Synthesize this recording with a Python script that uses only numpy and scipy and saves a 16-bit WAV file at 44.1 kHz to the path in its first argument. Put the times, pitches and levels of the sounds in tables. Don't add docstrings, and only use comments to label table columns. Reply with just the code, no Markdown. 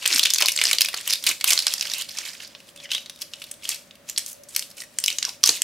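import sys
import numpy as np
from scipy import signal
from scipy.fft import rfft, irfft, next_fast_len
from scipy.io import wavfile
from scipy.ndimage import uniform_filter1d, map_coordinates

SR = 44100
rng = np.random.default_rng(int(sys.argv[2]) if len(sys.argv) > 2 else 0)


def to_linear_factor(level_db):
    exponent = np.asarray(level_db, float) / 20
    return 10 ** exponent


def materialize(psi):
    bounded = np.clip(np.atleast_2d(psi).T, -1, 1)
    quanta = np.round(bounded * 32767).astype(np.int16)
    wavfile.write(sys.argv[1], SR, quanta)


N = 248283

# pitch_hz, level_db [dB per Hz]
HISS_COLOUR = [(12, -51), (20, -15), (237, -4.5), (452, -13), (566, -1.5), (750, -14.5), (1840, -14.5),
               (3420, -18), (15200, -27), (16500, -24)]
# pitch_hz, width_hz, level_db
FAN_TONES = [(235, 67, -29), (573.3, 14.5, 15)]
# pitch_hz, likeness [0-1]
HUM_LIKENESS = [(60, 0.93), (290, 0.74), (1400, 0.48), (15000, 0.19)]
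# peak_s, rustle_db, rise_s and fall_s [time to change by 20 dB]
FINGER_PULLS = [(.136, -19, 0.2, 0.17), (.477, -33.5, 0.57, 0.048), (.672, -20, 0.15, 0.13),
                (.814, -33, 0.063, 0.16), (0.976, -26.5, 0.036, 0.045), (1.101, -23.5, 0.11, 0.1),
                (1.285, -14, 0.04, 0.056), (1.477, -17.5, 0.026, 0.058), (1.512, -19, 0.02, 0.14),
                (1.68, -29.5, 0.033, 0.13), (2.009, -25.5, 0.44, 0.033), (2.185, -27.5, 0.11, 0.11),
                (2.255, -34, 0.025, 0.33), (2.409, -40.5, 0.042, 0.087), (2.6, -54, 0.047, 0.069),
                (2.69, -42, 0.038, 0.02), (2.84, -38, 0.065, 0.028), (2.926, -27, 0.021, 0.1),
                (3.225, -27, 0.027, 0.012), (3.424, -44.5, 0.36, 0.12), (3.508, -44, 0.089, 0.046),
                (3.645, -40.5, 0.05, 0.073), (3.7, -26.5, 0.059, 0.11), (4.092, -32, 0.025, 0.044),
                (4.186, -33, 0.034, 0.14), (4.268, -47, .01, 0.12), (4.325, -62, .2, .025),
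                (4.495, -47, .01, 0.11), (4.575, -31.5, 0.059, 0.11), (4.785, -38, 0.026, 0.065),
                (4.816, -43, 0.049, 0.011), (5.094, -32.5, 0.15, 0.2), (5.29, -30.5, 0.075, 0.054),
                (5.471, -19.5, 0.033, 0.15)]
# time_s, tension [-1 slack to 1 tight]
FILM_TENSION = [(0, -0.91), (.14, -0.95), (.3, -0.035), (.45, -0.34), (.67, -0.23), (.95, -1.06),
                (1.1, -0.17), (1.5, -0.054), (2.55, -1.08), (2.69, 0.8), (2.8, -0.45), (3.2, 0.48),
                (3.42, 0.017), (3.65, -0.19), (4.3, 0.73), (4.8, 0.31), (5.09, 0.86), (5.63, -0.11)]
# pitch_hz, level_db [dB per Hz]
FILM_COLOUR = [(88, -44), (150, -32), (371, -15), (881, -11.5), (1050, -9), (1440, -9.5), (2700, -3.5),
               (5170, -2), (12800, -10), (15600, -17.5), (16500, -45)]
# start_s, peak_db,
# pitch_hz, top_db [treble]
FILM_CREASES = [(0.026, -24, 3060, -12), (0.043, -20, 2520, -54), (0.0555, -11.5, 2470, -16),
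                (0.0598, -4.5, 2540, -9.5), (0.0767, -5.5, 6850, 4), (0.1032, -15, 2370, -27),
                (0.1275, -6.5, 4400, -26), (0.136, -10, 5400, -12), (0.1465, -10.5, 8400, 1),
                (0.1604, -6.5, 8800, -22), (0.1825, -9.5, 6700, -2), (0.194, -1.5, 3340, -9),
                (0.2351, -4, 5100, -7), (0.257, -3.5, 3400, -18), (0.268, -12, 2420, -15),
                (0.3037, -7.5, 5150, -5), (0.3364, -4, 5950, -1), (0.3459, -6.5, 6440, -7),
                (0.3614, -17, 4230, -20), (0.3848, -8, 4940, -7.5), (0.4047, -12, 2210, 0),
                (0.4228, -4.5, 2600, -13), (0.45, -31, 1960, -31), (0.4587, -6, 4400, -7),
                (.4673, -9.5, 5700, -4), (0.4842, -4.5, 2340, -9.5), (0.4922, -12.5, 3500, 1),
                (0.5192, -12.5, 5700, 1),
                (0.563, -18, 5070, -15), (0.575, -12.5, 3950, -14), (0.5887, -11.5, 2350, -22),
                        (0.6145, -5.5, 2430, -22), (0.6386, -6, 8300, -6), (0.653, -7, 4800, -20),
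                        (0.6694, -7.5, 4800, -25), (0.7125, -5.5, 2320, -9), (0.7305, -5, 3300, -6.5),
                        (0.7844, -6.5, 4700, -15), (0.8083, -4, 3160, -1.5), (0.8168, -3, 4800, -2),
                        (0.847, -14, 2420, -8), (0.8591, -11.5, 5300, -16), (0.8862, -13.5, 2840, -6),
                        (0.9436, -13, 4500, -4), (1.0106, -25, 8500, -7), (1.076, -11, 2870, 4),
                        (1.099, -13, 5150, -10), (1.1068, -9.5, 5050, -10), (1.1258, -10, 4900, -15),
                        (1.135, -7.5, 4800, -12),
                (1.226, -26, 5700, -9), (1.2395, -15.5, 3560, -2), (1.266, -8.5, 4400, 4),
                       (1.269, -6, 2840, -6), (1.2942, -19, 4500, 5), (1.3127, -12.5, 2250, -6),
                       (1.41, -16.5, 2400, -13), (1.442, -4, 3070, 2.5), (1.4883, -16, 7800, 4),
                       (1.5048, -6, 6600, 3), (1.5096, -6.5, 2320, -3), (1.5272, -11, 6070, -11),
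                       (1.5328, -2, 6900, -11), (1.5765, -5.5, 4350, -18), (1.5903, -5, 4250, -9),
                       (1.6681, -3, 4000, -8), (1.6806, -9, 5600, -16), (1.7379, -8, 5250, -2),
                       (1.7813, -19.5, 4600, -16), (1.81, -9.5, 5540, -15), (1.8245, -16, 2820, -8),
                       (1.8525, -24, 1720, -27),
                (1.899, -19, 5000, -21), (1.9164, -16, 5630, -11), (1.936, -13, 4170, -3),
                   (1.9827, -21.5, 8060, 18), (2.0891, -26.5, 4500, -12), (2.186, -15, 7900, -23),
                   (2.251, -29, 6760, -28), (2.4008, -26, 2800, -35), (2.4478, -27.5, 5000, -29),
                   (2.55, -27.5, 3330, -31), (2.7606, -33, 2730, -4), (2.8001, -32, 3500, -29),
                   (2.891, -34, 3080, -43), (2.908, -23, 3700, -15), (2.915, -21, 3600, -11),
                   (2.923, -22, 3080, -2), (2.934, -19, 3600, -15), (2.948, -21, 3260, -24),
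                   (2.98, -19, 3050, -12),
                (3.0597, -29, 3770, -15), (3.097, -22, 3560, -9), (3.218, -18.5, 5200, 1),
                   (3.3355, -22, 3050, -20), (3.4184, -25.5, 2520, -8), (3.44, -27, 3730, 1),
                   (3.513, -22, 8540, -6), (3.652, -21.5, 3220, -12), (3.6907, -11, 9600, -11.5),
                   (3.713, -25, 4320, -11), (3.724, -24, 2460, -16), (3.745, -22, 5050, 0),
                   (3.909, -32, 3420, -26), (4.089, -27, 7000, -10), (4.0972, -16, 6500, -4),
                   (4.162, -22.5, 4700, -15), (4.177, -8.5, 5400, -12), (4.181, -10, 8100, -9),
                   (4.2626, -19, 7150, -1), (4.288, -27, 7350, 7), (4.4352, -36, 6200, 1),
                   (4.4867, -36, 7650, -1), (4.5494, -22, 5300, -7), (4.5629, -7, 4400, 6.5),
                   (4.5935, -14, 5200, -2), (4.6242, -20.5, 4000, -7), (4.712, -35.5, 4800, -4),
                   (4.7792, -32, 2520, -7), (4.803, -25.5, 5300, -6), (4.8362, -33.5, 1890, -6),
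                (4.9864, -8.5, 8450, -13), (5.0397, -7.5, 4670, -2.5), (5.061, -7, 5600, -2),
                      (5.081, -5, 2760, -11), (5.185, -10.5, 6800, -18), (5.228, -8, 7500, -21),
                      (5.251, -8, 5840, -13), (5.292, -18.5, 5360, -26), (5.4324, -13, 5350, -15),
                      (5.4376, 0.5, 5500, -13.5), (5.4601, -5, 5330, -5.5), (5.4752, -7.5, 6600, 0),
                      (5.4915, 0.5, 6540, -16.5), (5.4936, -5, 4600, -17), (5.619, -4, 8200, -13)]
# pitch_hz, t60_s [time to fall 60 dB]
ROOM_DECAY = [(300, 0.32), (2000, 0.19), (6000, 0.29), (15000, 0.38)]
# start_s, length_s, level_db, from_hz, to_hz
FILM_DRAGS = [(0.096, 0.066, -45.5, 404, 263), (0.445, 0.014, -48.5, 303, 191),
              (1.264, 0.033, -33.5, 4270, 4190), (1.289, 0.033, -33.5, 2750, 2434),
              (1.478, 0.027, -27.5, 2452, 2810), (1.956, 0.0708, -38, 2733, 3070),
              (2.767, 0.041, -53, 3505, 3430), (2.823, 0.038, -47, 2915, 1874),
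              (2.836, 0.027, -44.5, 3400, 2950), (2.825, 0.038, -51, 5420, 5200),
              (2.918, .055, -31, 3000, 3810), (4.267, 0.056, -42, 9500, 10380),
              (4.49, 0.081, -48.5, 8570, 7960), (4.767, 0.048, -44.5, 7950, 8370),
              (1.477, 0.021, -25, 8000, 8200), (5.083, 0.069, -43.5, 2810, 2600),
              (5.239, 0.057, -46.5, 1800, 885), (5.485, 0.02, -47, 232, 150)]
# start_s, peak_db, pitch_hz, t60_s, sag [0-2, extra pitch at the start]
BALL_KNOCKS = [
    (0.137, -50, 295, 0.097, 0.16),
    (1.27, -50, 370, 0.052, 0.25),
    (1.296, -43, 320, 0.05, 0.2),
    (5.49, -37, 360, 0.066, 0.097),
]
# start_s, peak_db, pitch_hz,
# top_db [treble]
SHORT_TICKS = [(0.3827, -16, 2480, -1), (0.2314, -8, 4360, -14), (0.2526, -10.5, 2500, -8),
                (0.299, -18, 3230, -18), (0.3075, -12.5, 3530, -7), (0.359, -13.5, 4390, -15),
                (0.431, -30, 2840, -12), (0.4794, -19, 2890, -7), (0.5031, -25, 4200, 3),
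                (0.509, -23, 5210, -5), (0.5384, -27, 7620, -1), (0.5559, -27, 3960, 4),
                (0.559, -23, 4550, -8), (0.5626, -12.5, 7500, -10), (0.5964, -18, 4870, -14),
                (0.396, -19, 2260, -12), (0.679, -19, 4350, -13), (0.7043, -25, 7280, -2),
                (0.749, -19, 6030, 0), (0.7843, -13, 2800, -10), (0.9302, -26, 1950, -6),
                (0.965, -25, 3880, -13), (1.0947, -22, 5210, -11), (1.1033, -15, 5700, -18),
                (1.1169, -22, 3790, -14), (1.1305, -11, 3900, -7), (1.1556, -19, 3790, -5),
                (1.4007, -31, 4010, -11), (1.4784, -11.5, 2840, 1), (1.5062, -6, 2320, -11),
                (1.602, -14, 4390, -10), (1.6131, -31, 4220, -9), (1.6226, -20, 4740, -14),
                (1.707, -22, 3920, -20), (1.72, -21, 3270, -15), (1.724, -22, 2500, -3),
                (1.7301, -22, 3630, -9), (1.796, -22, 5600, -9), (1.8197, -25.5, 2790, -14),
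                (1.8542, -21, 4700, -21), (1.8735, -27, 5430, -15), (1.9115, -26, 3750, -17),
                (1.9813, -29, 3060, -8), (2.012, -20, 3060, -2), (2.021, -18, 4200, -2),
                (2.0454, -33, 2970, -7),
                (2.0925, -24, 4100, -5), (2.1089, -29, 5640, -12), (2.1142, -26.5, 5340, -15),
               (2.171, -26, 5640, -23), (2.254, -27, 5510, -16), (2.3515, -33, 3880, -9),
               (2.4757, -34, 5170, 8), (2.508, -43, 3094, -16), (2.5194, -47, 3597, -13),
               (2.6029, -36, 2710, -14), (2.775, -37, 3400, -10), (2.7791, -46, 3400, -9),
               (2.8498, -39, 2150, -20), (2.8605, -38, 2970, -24), (2.9046, -25, 3010, -21),
               (2.9486, -14, 3300, -14), (2.9165, -12, 3000, -19), (0.411, -9.5, 1300, -23),
               (3.16, -38, 3490, -4), (3.1745, -42, 3450, -13), (3.1897, -40, 3700, -2),
               (3.213, -29, 6160, -7), (3.5157, -27, 8500, -8), (3.5402, -35, 3640, 3),
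               (0.638, -14.5, 1640, -25), (3.954, -40.5, 2710, -2), (4.8045, -30.5, 2500, -8),
               (4.193, -19, 7320, -8), (4.33, -27.5, 6240, 13), (4.5634, -19.5, 2550, -5),
               (4.4914, -31.5, 7970, 1), (0.688, -24, 1700, -25), (4.7029, -35, 5600, 4),
               (4.811, -27, 8790, -9), (4.815, -39, 5470, -4), (4.8191, -26.5, 1910, -6),
               (4.9714, -47, 8910, 6), (5.001, -20, 8140, 0), (5.0778, -17, 5810, -2),
               (5.102, -15.5, 4100, -11), (5.113, -22.5, 2800, -10), (5.127, -20, 5900, -10),
               (1.2697, -12, 4970, -10), (5.2445, -24, 3080, -15), (5.4552, -12, 5380, -11),
               (5.4743, -5, 6240, -10)]
# start_s, peak_db, pitch_hz
SHELL_FLEXES = [(0.407, -20, 1120), (.42, -17, 610), (.43, -20.5, 1300), (.448, -20, 915),
                (0.589, -39, 1570), (.614, -22, 1100), (0.713, -22, 1360), (0.737, -26, 500),
                (.885, -27.5, 1270), (.941, -17.5, 1410), (1.073, -29, 1050), (4.562, -30, 1630),
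                (1.299, -25, 1150), (1.442, -13, 1820), (1.528, -24, 1220), (1.669, -20, 1650),
                (1.854, -37, 1690), (5.226, -20, 1880), (5.247, -40, 1460), (5.257, -39, 1400),
                (5.282, -32, 930), (5.437, -23, 1100), (5.49, -22, 795)]
# time_s, pan_db [left minus right]
BALL_POSITION = [
    (0.0, 0.5),
    (2.43, -3.5),
    (2.73, 0),
    (5.63, -0.5),
]
# pitch_hz, likeness [0-1]
NEAR_LIKENESS = [(500, 0.99), (2000, 1), (5000, 0.89), (9000, 0.84), (14000, 0.02)]


def unit(x):
    return x / np.sqrt(np.mean(x ** 2) + 1e-20)


def along(points, hz):
    f, v = np.transpose(points)
    return np.interp(np.log(hz + 1), np.log(f + 1), v)


def curves(rows):
    s, *cols = np.transpose(rows)
    return [np.interp(np.arange(N) / SR, s, c) for c in cols]


def wobble(rate):
    points = rng.standard_normal(int(N * rate / SR) + 4)
    return map_coordinates(points, [np.arange(N) * rate / SR])


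def noise_pair():
    return rng.standard_normal((2, N))


def filtered(x, response):
    size = next_fast_len(N + 8192)
    return irfft(rfft(x, size) * response(np.fft.rfftfreq(size, 1 / SR)), size)[..., :N]


def resonance(f, hz, width):
    return 1j * f * width / (hz * hz - f * f + 1j * f * width + 1e-9)


def treble_shelf(f):
    return 1 / (1 + (8000 / (f + 1)) ** 6)


def ports(pair, alike):
    def shares(hz):
        turn = np.arccos(np.clip(along(alike, hz), -1, 1)) / 2
        return np.array([np.cos(turn), np.sin(turn)])

    mid, side = filtered(pair, shares)
    return np.array([mid + side, mid - side])


def hum():
    bed = unit(filtered(noise_pair(), lambda f: to_linear_factor(along(HISS_COLOUR, f))))

    def tones(f):
        return sum(to_linear_factor(db) * resonance(f, hz, width) ** 2 for hz, width, db in FAN_TONES)

    fan = unit(filtered(noise_pair(), tones)) * to_linear_factor(6.6 * wobble(9.4))
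    return ports(to_linear_factor(-54.0) * bed + to_linear_factor(-67.0) * fan, HUM_LIKENESS)


def handling():
    t = np.arange(N) / SR
    total = 0
    for s, db, rise, fall in FINGER_PULLS:
        distance = np.maximum((s - t) / rise, (t - s) / fall)
        total = total + to_linear_factor(db - 20 * distance)
    return total


def cracks(s, db, hz, ms, top_db, thump_db, size, sharp=6, ring_db=12, lumpy_db=5):
    def col(v):
        return np.asarray(v)[:, None]

    t, f = np.arange(size) / SR, np.fft.rfftfreq(2 * size, 1 / SR)
    noise = rng.standard_normal((len(s), 3, size))
    lumps = to_linear_factor(lumpy_db * 2.7 * uniform_filter1d(noise[:, 2], size=16, axis=1))
    onset = 1 - np.exp(-t / (0.00008 * col(ms)))
    fade = to_linear_factor(-11 * t / (col(ms) / 1000)) * onset * lumps
    fade = fade * (1 + 1.26 * np.exp(-t / 0.00035))
    fade = fade + 1.5 * np.exp(-((t - 0.0004) / 0.00008) ** 2)

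    top = (col(top_db) + 10.5) * treble_shelf(f)
    thump = (col(thump_db) + 17.0) / (1 + (f / 1400) ** 6)
    ring = 1 + to_linear_factor(ring_db) * resonance(f, col(hz), col(hz) / sharp)
    other_hz = 2000 * 4 ** rng.random((len(s), 1))
    ring = ring - to_linear_factor(ring_db - 9.5) * resonance(f, other_hz, other_hz / sharp)
    bounce = 1 + 0.11 * np.exp(-2j * np.pi * f * 0.0027)
    colour = to_linear_factor(along(FILM_COLOUR, f) + top + thump) * ring * bounce

    margin = 64
    late = np.exp(-2j * np.pi * f * margin / SR)
    burst = irfft(rfft(noise[:, :2] * fade[:, None], 2 * size) * (colour * late)[:, None])
    power = uniform_filter1d(burst ** 2, size=40, axis=2)
    peak = np.sqrt(abs(power).max(2, keepdims=True))
    burst = burst / peak * to_linear_factor(col(db) - 3.5)[:, None]
    at = (np.round(col(s) * SR).astype(int) + np.arange(2 * size)).ravel()
    sides = [np.bincount(at, burst[:, k].ravel(), N + 4 * size) for k in (0, 1)]
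    return np.array(sides)[:, margin:N + margin]


def rustle(count=2200):
    tension, = curves(FILM_TENSION)
    film_hz = 4310 * 2 ** (0.42 * tension)
    top_db = 0.5 + 4.5 * tension
    draw = rng.random((count, 4))
    s = draw[:, 0] * (N - 1) / SR
    at = (s * SR).astype(int)
    size_db = -3.5 * np.log(draw[:, 1] + 0.12) + 3.14 * wobble(45)[at]
    pitch_hz = film_hz[at] * 4.7 ** (draw[:, 2] - 0.5)
    ms = 0.64 + 7 * draw[:, 3] ** 2
    thump_db = np.full(count, -23)
    grains = unit(cracks(s, size_db, pitch_hz, ms, top_db[at], thump_db, size=256, ring_db=21.0))

    slide = unit(filtered(noise_pair(), lambda f: to_linear_factor(along(FILM_COLOUR, f))))
    fizz = filtered(slide, treble_shelf)
    slide = slide + (to_linear_factor(top_db) - 1) * fizz
    return handling() * (to_linear_factor(-6.0) * grains + to_linear_factor(-10.0) * slide)


def snaps():
    creases = (FILM_CREASES)
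    s, db, hz, top_db = np.transpose(creases)
    tension = np.interp(s, *np.transpose(FILM_TENSION))
    give_ms, ring_cycles = 2.21, 4.44
    ms = (give_ms + 1000 * ring_cycles / hz) * to_linear_factor(-0.18 * (db + 6.5))
    thump_db = -28 - 0.43 * (db + 9.0) - 6.5 * tension
    return cracks(s, db, hz, ms, top_db, thump_db, size=1024, sharp=4.4, ring_db=9.5)


def room(x):
    out, step = np.zeros((2, N + SR)), 8192
    dull = filtered(x, lambda f: 1 / (1 + 1j * f / 7000))
    for a in range(0, N, step):
        hz, t, z = signal.stft(rng.standard_normal((2, SR // 2)), SR, nperseg=256)
        decay = to_linear_factor(-60 * t / along(ROOM_DECAY, hz)[:, None])
        tail = signal.istft(z * decay, SR, nperseg=256)[1]
        tail = tail * (1 - np.exp(-np.arange(tail.shape[1]) / SR / 0.0035))
        tail = tail / np.linalg.norm(tail[0])
        wet = signal.fftconvolve(dull[None, a:a + step], tail, axes=1)
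        out[:, a:a + wet.shape[1]] += wet
    return out[:, :N]


def drags():
    out = np.zeros((2, N + SR))
    lumps = to_linear_factor(3 * wobble(160))
    sharp, edge_s = 7.7, 0.0044
    t = np.arange(8192) / SR
    for s, length, db, from_hz, to_hz in FILM_DRAGS:
        hz = from_hz * (to_hz / from_hz) ** np.clip(t / length, 0, 1)
        noise = rng.standard_normal((2, 2, len(t)))
        width_hz = from_hz * (1 + (from_hz / 5500) ** 4) / sharp
        keep = np.exp(-np.pi * width_hz / SR)
        sway = signal.lfilter([1], [1, -2 * keep, keep ** 2], noise[0] + 1j * noise[1])
        song = (sway * np.exp(2j * np.pi * np.cumsum(hz) / SR)).real
        thin = signal.butter(2, to_hz / 4, 'high', fs=SR, output='sos')
        song = unit(signal.sosfilt(thin, song))
        shape = np.clip(np.minimum(t, length + edge_s - t) / edge_s, 0, 1)
        out[:, round(s * SR):][:, :len(t)] += to_linear_factor(db) * shape * song
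    return out[:, :N] * lumps


def knocks():
    out, t = np.zeros(N + SR), np.arange(SR // 4) / SR
    for s, db, hz, t60, sag in BALL_KNOCKS:
        turns = np.cumsum(hz * (1 + sag * np.exp(-t / 0.022))) / SR
        fade = to_linear_factor(db - 60 * t / t60) * (1 - np.exp(-t / 0.0027))
        out[round(s * SR):][:len(t)] += 2 * np.sin(2 * np.pi * turns) * fade
    return out[:N] * (1 + 1.5 * wobble(250))


def ticks():
    s, db, hz, top_db = np.transpose(SHORT_TICKS)
    give_ms, ring_cycles = 2.3, 4.2
    ms = give_ms + 1000 * ring_cycles / hz
    thump_db = np.full(len(s), -27.0)
    return cracks(s, db + 0.5, hz, ms, top_db, thump_db, size=384, sharp=8.6, ring_db=13.0)


def flexes():
    s, db, hz = np.transpose(SHELL_FLEXES)
    ms = 1000 * 6.4 / hz
    top_db, body_db = np.full(len(s), -31.0), np.full(len(s), -14.5)
    return cracks(s, db + 0.5, hz, ms, top_db, body_db, size=1024, sharp=3.5, ring_db=10.0)


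def scene():
    def quiet_band(f):
        return f < 15900

    film = filtered(rustle(), quiet_band) + snaps()
    film = film + filtered(drags(), quiet_band)
    film = film + knocks() * [[1], [0]]
    film = film + ticks() + flexes()
    pan_db, = curves(BALL_POSITION)
    near = ports(film, NEAR_LIKENESS) * to_linear_factor([pan_db / 2, -pan_db / 2])
    answer = to_linear_factor(-6.5) * ports(room(film[0]), [(500, 0.98), (3000, 0.96), (12000, 0.091)])
    return near + filtered(answer + hum(), quiet_band)


def band_limit(x):
    return signal.sosfilt(signal.butter(12, 16860, fs=SR, output="sos"), x)


def record(dry):
    near = filtered(dry, lambda f: (1j * f / (1j * f + 25)) ** 2)
    excess = near - near / (1 + abs(near / 0.91) ** 12) ** (1 / 12)
    shaved = near - filtered(excess, lambda f: f > 700)
    return band_limit(shaved)


dry = scene()
out = record(dry)
materialize(out)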